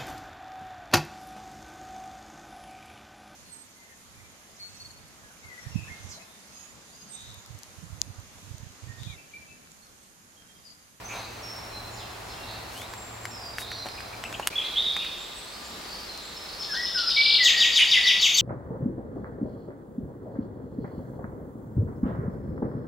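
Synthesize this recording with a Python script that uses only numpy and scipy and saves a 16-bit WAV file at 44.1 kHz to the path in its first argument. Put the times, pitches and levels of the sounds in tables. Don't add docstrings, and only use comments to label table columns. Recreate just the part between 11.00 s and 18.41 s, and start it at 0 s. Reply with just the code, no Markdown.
import sys
import numpy as np
from scipy import signal
from scipy.fft import rfft, irfft
from scipy.io import wavfile
from scipy.ndimage import uniform_filter1d

SR = 44100
rng = np.random.default_rng(int(sys.argv[2]) if len(sys.argv) > 2 else 0)


def file_out(sig):
    cols = np.atleast_2d(sig).T
    lim = np.clip(cols, -1, 1)
    pcm = np.round(lim * 32767).astype(np.int16)
    wavfile.write(sys.argv[1], SR, pcm)


N = 326781
TIME = np.arange(N) / SR
CUT_S, RESUME_S = 3.493, 3.501
SWEEP_FIRST_S, SWEEP_PERIOD_S = 6.453, .1548
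WHISTLE_SHAPE, BUZZ_SHAPE = (1.018, 0.98, .011), (.91, 1.08, .075)


def undb(db):
    return 10 ** (np.asarray(db) / 20)


def unit(x):
    return x / np.sqrt(np.mean(x ** 2))


def add(track, s, sound):
    i = int(s * SR)
    track[i:i + len(sound)] += sound[:max(N - i, 0)]


def walk(rate, size=N):
    k = max(int(SR / rate), 2)
    steps = np.repeat(rng.standard_normal(size // k + 1), k)
    return 1.27 * uniform_filter1d(uniform_filter1d(steps, k), k)[:size]


def colour(x, points):
    hz, db = np.transpose(points)
    log_hz = np.log(np.fft.rfftfreq(len(x), 1 / SR) + 1)
    return irfft(rfft(x) * undb(np.interp(log_hz, np.log(hz), db)), len(x))


def resonate(x, hz, width_hz):
    return signal.lfilter(*signal.iirpeak(min(hz, SR / 3), hz / min(width_hz, SR / 3), fs=SR), x)


def forest(x, scatter_db, tail_db, scatter_t60, tail_t60, pan_db):
    t = TIME[:2 * SR]
    noise = rng.standard_normal((6, len(t)))
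    struck = rng.random((3, len(t))) < 1500 / SR
    trunks = noise[:3] * struck * undb(-60 * t / scatter_t60) * (t > .004)
    depths = noise[3:] * undb(-60 * t / tail_t60) * (1 - np.exp(-t / 0.038))
    echoes = undb(scatter_db) * unit(trunks) + undb(tail_db) * unit(depths)
    mid, left, right = echoes / np.sqrt(len(t))
    response = mid + 0.4 * np.array([left, right])
    response[:, 0] += 1
    response /= np.sqrt(np.sum(response ** 2) / 2)
    return signal.fftconvolve(x[None], response, axes=1)[:, :N] * undb([[pan_db / 2], [-pan_db / 2]])


def sing(notes, overtone_db, flutter_db):
    out, shake, flutter = np.zeros(N), walk(1100, 2 * N), walk(90, 2 * N)
    for s, length, start, middle, end, db, rasp in notes:
        u = np.linspace(0, 1, int(length * SR))
        span = int(s * SR) + np.arange(len(u))
        glide = np.polyval(np.polyfit([0, .5, 1], [start, middle, end], 2), u)
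        hz = glide * (1 + rasp * shake[span])
        phase = 2 * np.pi * np.cumsum(hz) / SR
        tone = 0
        for k in range(3):
            audible = (k + 1) * hz < SR / 2
            tone = tone + undb(overtone_db * np.sqrt(k)) * np.sin((k + 1) * phase) * audible
        swell = np.sin(np.pi * u ** .8).clip(0) ** .65
        add(out, s, np.sqrt(2) * undb(db + flutter_db * flutter[span]) * swell * tone)
    return out


def calls(rows, shape):
    start, end, rasp = shape
    return [(s, length, start * hz, hz, end * hz, db, rasp) for s, length, hz, db in rows]


def phrase(syllable, beats):
    return [(s + lag, length, a * pitch, b * pitch, c * pitch, db + part_db, rasp)
            for s, db, pitch in beats for lag, length, a, b, c, part_db, rasp in syllable]


def beats(count, first_s, period_s, db, gain_db, pitch, sag):
    return [(first_s + k * period_s, db + k * gain_db, pitch - k * sag) for k in range(count)]


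def air(spectrum, db, sway_db, low_mid_db):
    # (frequency [Hz], side minus mid [dB])
    side_spectrum = [(30, -27), (70, -25), (130, -13), (270, -6), (500, -4), (1000, -3), (3000, -1.5),
                     (12000, -2.5)]
    mid, side = (colour(rng.standard_normal(N), spectrum) for _ in range(2))
    pair = mid + np.array([[1], [-1]]) * colour(side, side_spectrum)
    pair = np.array([colour(ear, [(70, 0), (115, low_mid_db), (180, 0)]) for ear in pair])
    return unit(pair) * undb(db + sway_db * walk(3.14))


def drone(hz, db, waver_hz, sway_db):
    phase = 2 * np.pi * np.cumsum(hz + waver_hz * walk(12)) / SR
    return unit(np.sin(phase) * undb(sway_db * walk(11))) * undb(db)


def distant_calls():
    # (time [s], length [s], pitch [Hz], level [dB])
    whistles = [(.035, 0.057, 6080, -46), (.42, 0.12, 5460, -39.5), (.69, 0.16, 4090, -42.5),
                (1.33, .24, 2740, -51.5), (1.89, 0.24, 7460, -46), (2.2, 0.098, 7380, -46),
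                (2.4, .14, 4790, -41.5), (2.52, .18, 3770, -46.5), (2.68, .15, 5740, -52),
                (2.745, 0.13, 4100, -41.5), (2.88, .16, 5000, -46), (3.22, 0.094, 7700, -51.5),
                (3.29, 0.16, 6800, -54.5), (3.6, .1, 2104, -44.5), (5.08, 0.077, 4155, -38),
                (5.35, 0.085, 5250, -41.5)]
    # (time [s], length [s], pitch [Hz], level [dB])
    buzzes = [(.085, 0.058, 2520, -37), (.13, .15, 4160, -42.5), (1.42, .18, 4145, -42.5),
              (2.62, 0.21, 4185, -41.5), (3.5, .16, 2577, -38.5), (3.61, 0.071, 3830, -34.5),
              (3.78, .16, 4950, -47), (3.95, .13, 2645, -40.5), (4.87, .16, 4810, -46.5),
              (5.47, .1, 4500, -40)]
    # (time [s], length [s], pitch [Hz], level [dB])
    lisps = [(.08, .04, 6560, -43), (4.17, .14, 7550, -50.5), (4.34, .07, 8170, -45),
             (4.61, .12, 7250, -49.5), (5.22, .08, 7450, -49)]
    lisp_shape = (0.98, 1.02, .033)
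    return calls(whistles, WHISTLE_SHAPE) + calls(buzzes, BUZZ_SHAPE) + calls(lisps, lisp_shape)


def path_birds():
    # (time from the beat [s], length [s], start [Hz], middle [Hz], end [Hz], level [dB], rasp [share of pitch])
    plunge = [(-.03, 0.051, 7250, 7150, 7000, -6, .016), (0, .11, 6800, 3890, 2550, 0, .055),
              (.025, .07, 5300, 5190, 5080, -4.5, .026)]
    # (time [s], level [dB], pitch [factor])
    plunge_beats = [(.943, -44, 0.99), (1.262, -46.5, 1)]
    # (time [s], length [s], start [Hz], middle [Hz], end [Hz], level [dB], rasp [share of pitch])
    falling_slur = (2.305, .085, 5560, 5180, 4950, -40.5, .015)
    rising_slur = (1.742, .14, 2750, 3410, 4270, -45.5, .006)
    # (time [s], pitch [Hz], level [dB])
    chirp_rows = [(2.975, 2600, -41), (3.129, 2482, -41), (3.248, 2730, -36.5), (3.338, 3020, -35),
                  (3.424, 2980, -37)]
    chirp_s, chirp_shape = 0.0215, (.86, 0.83, 0.068)
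    notes = [note for note in distant_calls() if note[0] < CUT_S]
    notes += phrase(plunge, plunge_beats) + [falling_slur]
    chirps = calls([(s, chirp_s, hz, db) for s, hz, db in chirp_rows], chirp_shape)
    high = sing(notes, overtone_db=-45, flutter_db=3.0)
    low = sing(chirps + [rising_slur], overtone_db=-28, flutter_db=1.5)
    crowns = forest(high, scatter_db=0, tail_db=-1.0, scatter_t60=0.47, tail_t60=1.95, pan_db=-2.5)
    undergrowth = forest(low, scatter_db=-7, tail_db=-10, scatter_t60=.12, tail_t60=.7, pan_db=2)
    return crowns + undergrowth


def scuffs():
    # (time [s], length [s], level [dB], centre [Hz], width [Hz])
    scuff_rows = [(0.081, 0.17, -37, 820, 600), (1.681, 0.18, -46.5, 5500, 8000),
                  (2.569, 0.067, -38.5, 4500, 9000), (3.197, 0.2, -46, 380, 600),
                  (4.5, 0.45, -51.5, 212, 160)]
    out = np.zeros(N)
    for s, length, db, hz, width_hz in scuff_rows:
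        strength = undb(2.73 * rng.exponential(size=SR))
        grains = rng.standard_normal(SR) * strength * (rng.random(SR) < .08)
        swell = np.sin(np.linspace(0, np.pi, int(length * SR)))
        add(out, s, undb(db) * swell * unit(resonate(grains, hz, width_hz))[:len(swell)])
    return forest(out, scatter_db=-1.5, tail_db=-14, scatter_t60=0.14, tail_t60=.9, pan_db=1.5)


def snaps():
    # (time [s], level [dB], ring [Hz], crack level before its scaling [dB])
    snap_rows = [(1.818, -22.5, 2180, -17), (1.937, -21, 1710, -21), (2.254, -16, 2100, -18),
                 (2.584, -16, 1750, -15), (2.618, -27, 1700, -9), (2.717, -20.5, 1850, -20),
                 (2.858, -26, 750, -21), (2.866, -22.5, 740, -26), (2.887, -24.5, 2380, -22),
                 (3.005, -27.5, 1510, -11), (3.239, -19, 2030, -17), (3.327, -22.5, 1900, -18),
                 (3.397, -18, 830, -16), (3.4729, -6, 2110, 3.5), (3.966, -16, 2050, -30),
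                 (4.048, -23, 2000, -22), (5.176, -26, 6460, -19)]
    rattle_cycles = 30
    out, t = np.zeros(N), TIME[:SR // 20]
    noises = rng.standard_normal((len(snap_rows), 2, len(t)))
    for (s, db, hz, crack_db), noise in zip(snap_rows, noises):
        swing = np.sin(2 * np.pi * hz * t)
        bend = 1.28 * resonate(swing * np.exp(-2 * hz * t), hz, 2.1 * hz)
        splinters = 0.37 * unit(resonate(noise[0], hz, 0.88 * hz))
        rattle = (0.18 * swing + splinters) * undb(-60 * t * hz / rattle_cycles)
        crack = 0.34 * unit(resonate(noise[1], 10600, 3000)) * undb(crack_db - 60 * t / 0.0065)
        add(out, s, undb(db) * (bend + rattle + crack))
    return forest(out, scatter_db=-14, tail_db=-28, scatter_t60=.05, tail_t60=.6, pan_db=-.2)


def chorus(count):
    centre_hz, spread_octaves, db, note_s = 4196, .22, -48.5, .2
    gap_s = (N / SR - RESUME_S) / count
    rows = []
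    for k, (when, pitch) in enumerate(rng.random((count, 2))):
        hz = centre_hz * 2 ** (spread_octaves * (2 * pitch - 1))
        rows.append((RESUME_S + (k + when) * gap_s, note_s, hz, db))
    return calls(rows, BUZZ_SHAPE)


def road_birds():
    # (time [s], length [s], start [Hz], middle [Hz], end [Hz], level [dB], rasp [share of pitch])
    road_call = [(3.555, 0.019, 3236, 3430, 3400, -24, .008), (3.58, 0.013, 3455, 3330, 3000, -18, 0.0073),
                 (3.757, 0.058, 3080, 3600, 3700, -19, 0.035), (3.79, 0.0487, 3610, 3760, 3670, -26, 0.02),
                 (3.845, 0.073, 3850, 3680, 3400, -25, 0.018)]
    # (time [s], length [s], pitch [Hz], level [dB])
    pips = [(6.77, .042, 9250, -39), (7.326, 0.038, 6340, -21)]
    flute = sing(fluting(), overtone_db=-36, flutter_db=1.1)
    call = sing(road_call, overtone_db=-44, flutter_db=1.2)
    buzz = sing(upper_notes() + calls(pips, WHISTLE_SHAPE), overtone_db=-16.5, flutter_db=4.5)
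    far_notes = [note for note in distant_calls() if note[0] > CUT_S] + chorus(count=28)
    far = sing(far_notes, overtone_db=-33, flutter_db=4)
    return (forest(flute, scatter_db=-1.0, tail_db=-10.5, scatter_t60=0.38, tail_t60=1.5, pan_db=-1.0)
            + forest(call, scatter_db=-3.5, tail_db=-1.0, scatter_t60=0.33, tail_t60=1.37, pan_db=-1.0)
            + forest(buzz, scatter_db=2, tail_db=0.5, scatter_t60=0.29, tail_t60=2.5, pan_db=3)
            + forest(far, scatter_db=-1.5, tail_db=0.5, scatter_t60=0.41, tail_t60=1.36, pan_db=-0.5))


def chaffinch():
    # (time from the beat [s], length [s], start [Hz], middle [Hz], end [Hz], level [dB], rasp [share of pitch])
    opening_syllable = [(-.038, 0.0399, 5375, 5237, 4950, 0, .022),
                        (-.008, .014, 2970, 3680, 6200, -4, 0.069), (0, .016, 6200, 4200, 2900, 3.2, .07)]
    trill_syllable = [(-.014, .016, 4600, 5000, 4900, -4, .015), (0, .018, 4850, 3750, 2550, 3.2, .008)]
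    sweep_syllable = [(-.04, .03, 4650, 4600, 4400, -13, .035), (-.014, .022, 5100, 5000, 4500, -14, .1),
                      (-.006, .008, 3100, 3600, 3850, -8, .02), (0, .056, 3950, 2750, 1850, 0, .005)]
    # (frequency [Hz], level [dB])
    throat = [(1800, -8.5), (2500, -7.5), (3100, -1.5), (3800, 6), (4800, 3.5)]
    opening_beats = beats(5, first_s=5.625, period_s=.1185, db=-30.3, gain_db=2.3, pitch=1.01, sag=.012)
    trill_beats = beats(5, first_s=6.161, period_s=.0448, db=-20.5, gain_db=1.5, pitch=1, sag=.002)
    sweep_beats = beats(7, SWEEP_FIRST_S, SWEEP_PERIOD_S, db=-12.8, gain_db=-.1, pitch=1.02, sag=.005)
    opening = sing(phrase(opening_syllable, opening_beats), overtone_db=-31, flutter_db=1.8)
    trill = sing(phrase(trill_syllable, trill_beats), overtone_db=-36, flutter_db=.5)
    sweeps = colour(sing(phrase(sweep_syllable, sweep_beats), overtone_db=-33, flutter_db=.5), throat)
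    return (forest(opening, scatter_db=3.5, tail_db=4, scatter_t60=0.59, tail_t60=2.3, pan_db=3.0)
            + forest(trill, scatter_db=-.5, tail_db=-.5, scatter_t60=.6, tail_t60=1.2, pan_db=2.8)
            + forest(sweeps, scatter_db=0.5, tail_db=-4, scatter_t60=0.53, tail_t60=2.7, pan_db=2.6))


def fluting():
    # (time [s], slur [s], hold [s], start [Hz], end [Hz], level [dB], rasp [share of pitch])
    blackbird = [(5.685, 0.063, 0, 1780, 1640, -38, 0.011), (5.728, 0.041, 0, 1400, 1650, -33.5, 0.052),
                 (5.76, 0.069, 0.0021, 1810, 1947, -28.5, .008), (5.945, .072, 0, 1580, 1440, -30, .005),
                 (6, .08, 0, 1430, 1340, -36.5, .009), (6.162, 0.124, 0, 2258, 2321, -20, .005),
                 (6.385, .111, 0.25, 2110, 1902, -22.5, 0.015),
                 (6.784, 0.067, 0.0075, 2350, 2805, -16, 0.14), (6.934, 0.091, .14, 2130, 1966, -22, 0.037)]
    slur_share = .85
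    hold_db, hold_rasp = -3, 0.026
    notes = []
    for s, slur_s, hold_s, start, end, db, rasp in blackbird:
        notes.append((s, slur_s, start, start + slur_share * (end - start), end, db, rasp))
        if hold_s > 0:
            notes.append((s + .8 * slur_s, hold_s, end, end, end, db + hold_db, hold_rasp))
    return notes


def upper_notes():
    # (pitch [Hz], level [dB])
    upper_rows = [(6600, -30), (6580, -29.5), (6600, -33), (5270, -33), (5500, -31), (6530, -24.5),
                  (6500, -24)]
    lead_s, length_s, upper_shape = .025, .085, (1.03, 0.95, 0.0863)
    rows = [(SWEEP_FIRST_S + k * SWEEP_PERIOD_S - lead_s, length_s, hz, db)
            for k, (hz, db) in enumerate(upper_rows)]
    return calls(rows, upper_shape)


def scene():
    # (frequency [Hz], level [dB per Hz])
    path_spectrum = [(15, -38), (25, -6), (104, -0.5), (129, -5), (164, -8.5), (433, -9), (537, -9.5),
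                     (741, -5.5), (1200, -9.5), (1530, -12.5), (2630, -15.5), (2850, -19), (4150, -19),
                     (5880, -23), (15500, -31.5)]
    road_spectrum = [(15, -34), (25, -3), (59, 2), (122, -9), (198, -1), (253, -5.5), (349, -2.5),
                     (1020, -4), (1200, -4.5), (1620, -7), (2920, -9), (4260, -8), (5880, -13),
                     (7300, -16.5), (15500, -24)]
    path = air(path_spectrum, db=-40.5, sway_db=.5, low_mid_db=-6)
    path = path + drone(hz=112.5, db=-52, waver_hz=2.0, sway_db=2.5) + path_birds()
    road = air(road_spectrum, db=-41, sway_db=1.06, low_mid_db=1.3)
    road = road + drone(hz=1190, db=-59.5, waver_hz=2.98, sway_db=2.5) + road_birds() + chaffinch()
    on_path = uniform_filter1d(1. * (TIME < CUT_S), size=128)
    on_road = uniform_filter1d(1. * (TIME > RESUME_S), size=128)
    return path * on_path + road * on_road + snaps() + scuffs()


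def record(dry):
    bass_cut = signal.butter(4, 31, "highpass", fs=SR, output="sos")
    top_cut = signal.ellip(10, .2, 80, 15800, fs=SR, output="sos")
    return signal.sosfilt(np.vstack([bass_cut, top_cut]), dry, axis=-1)


dry = scene()
out = record(dry)
file_out(out)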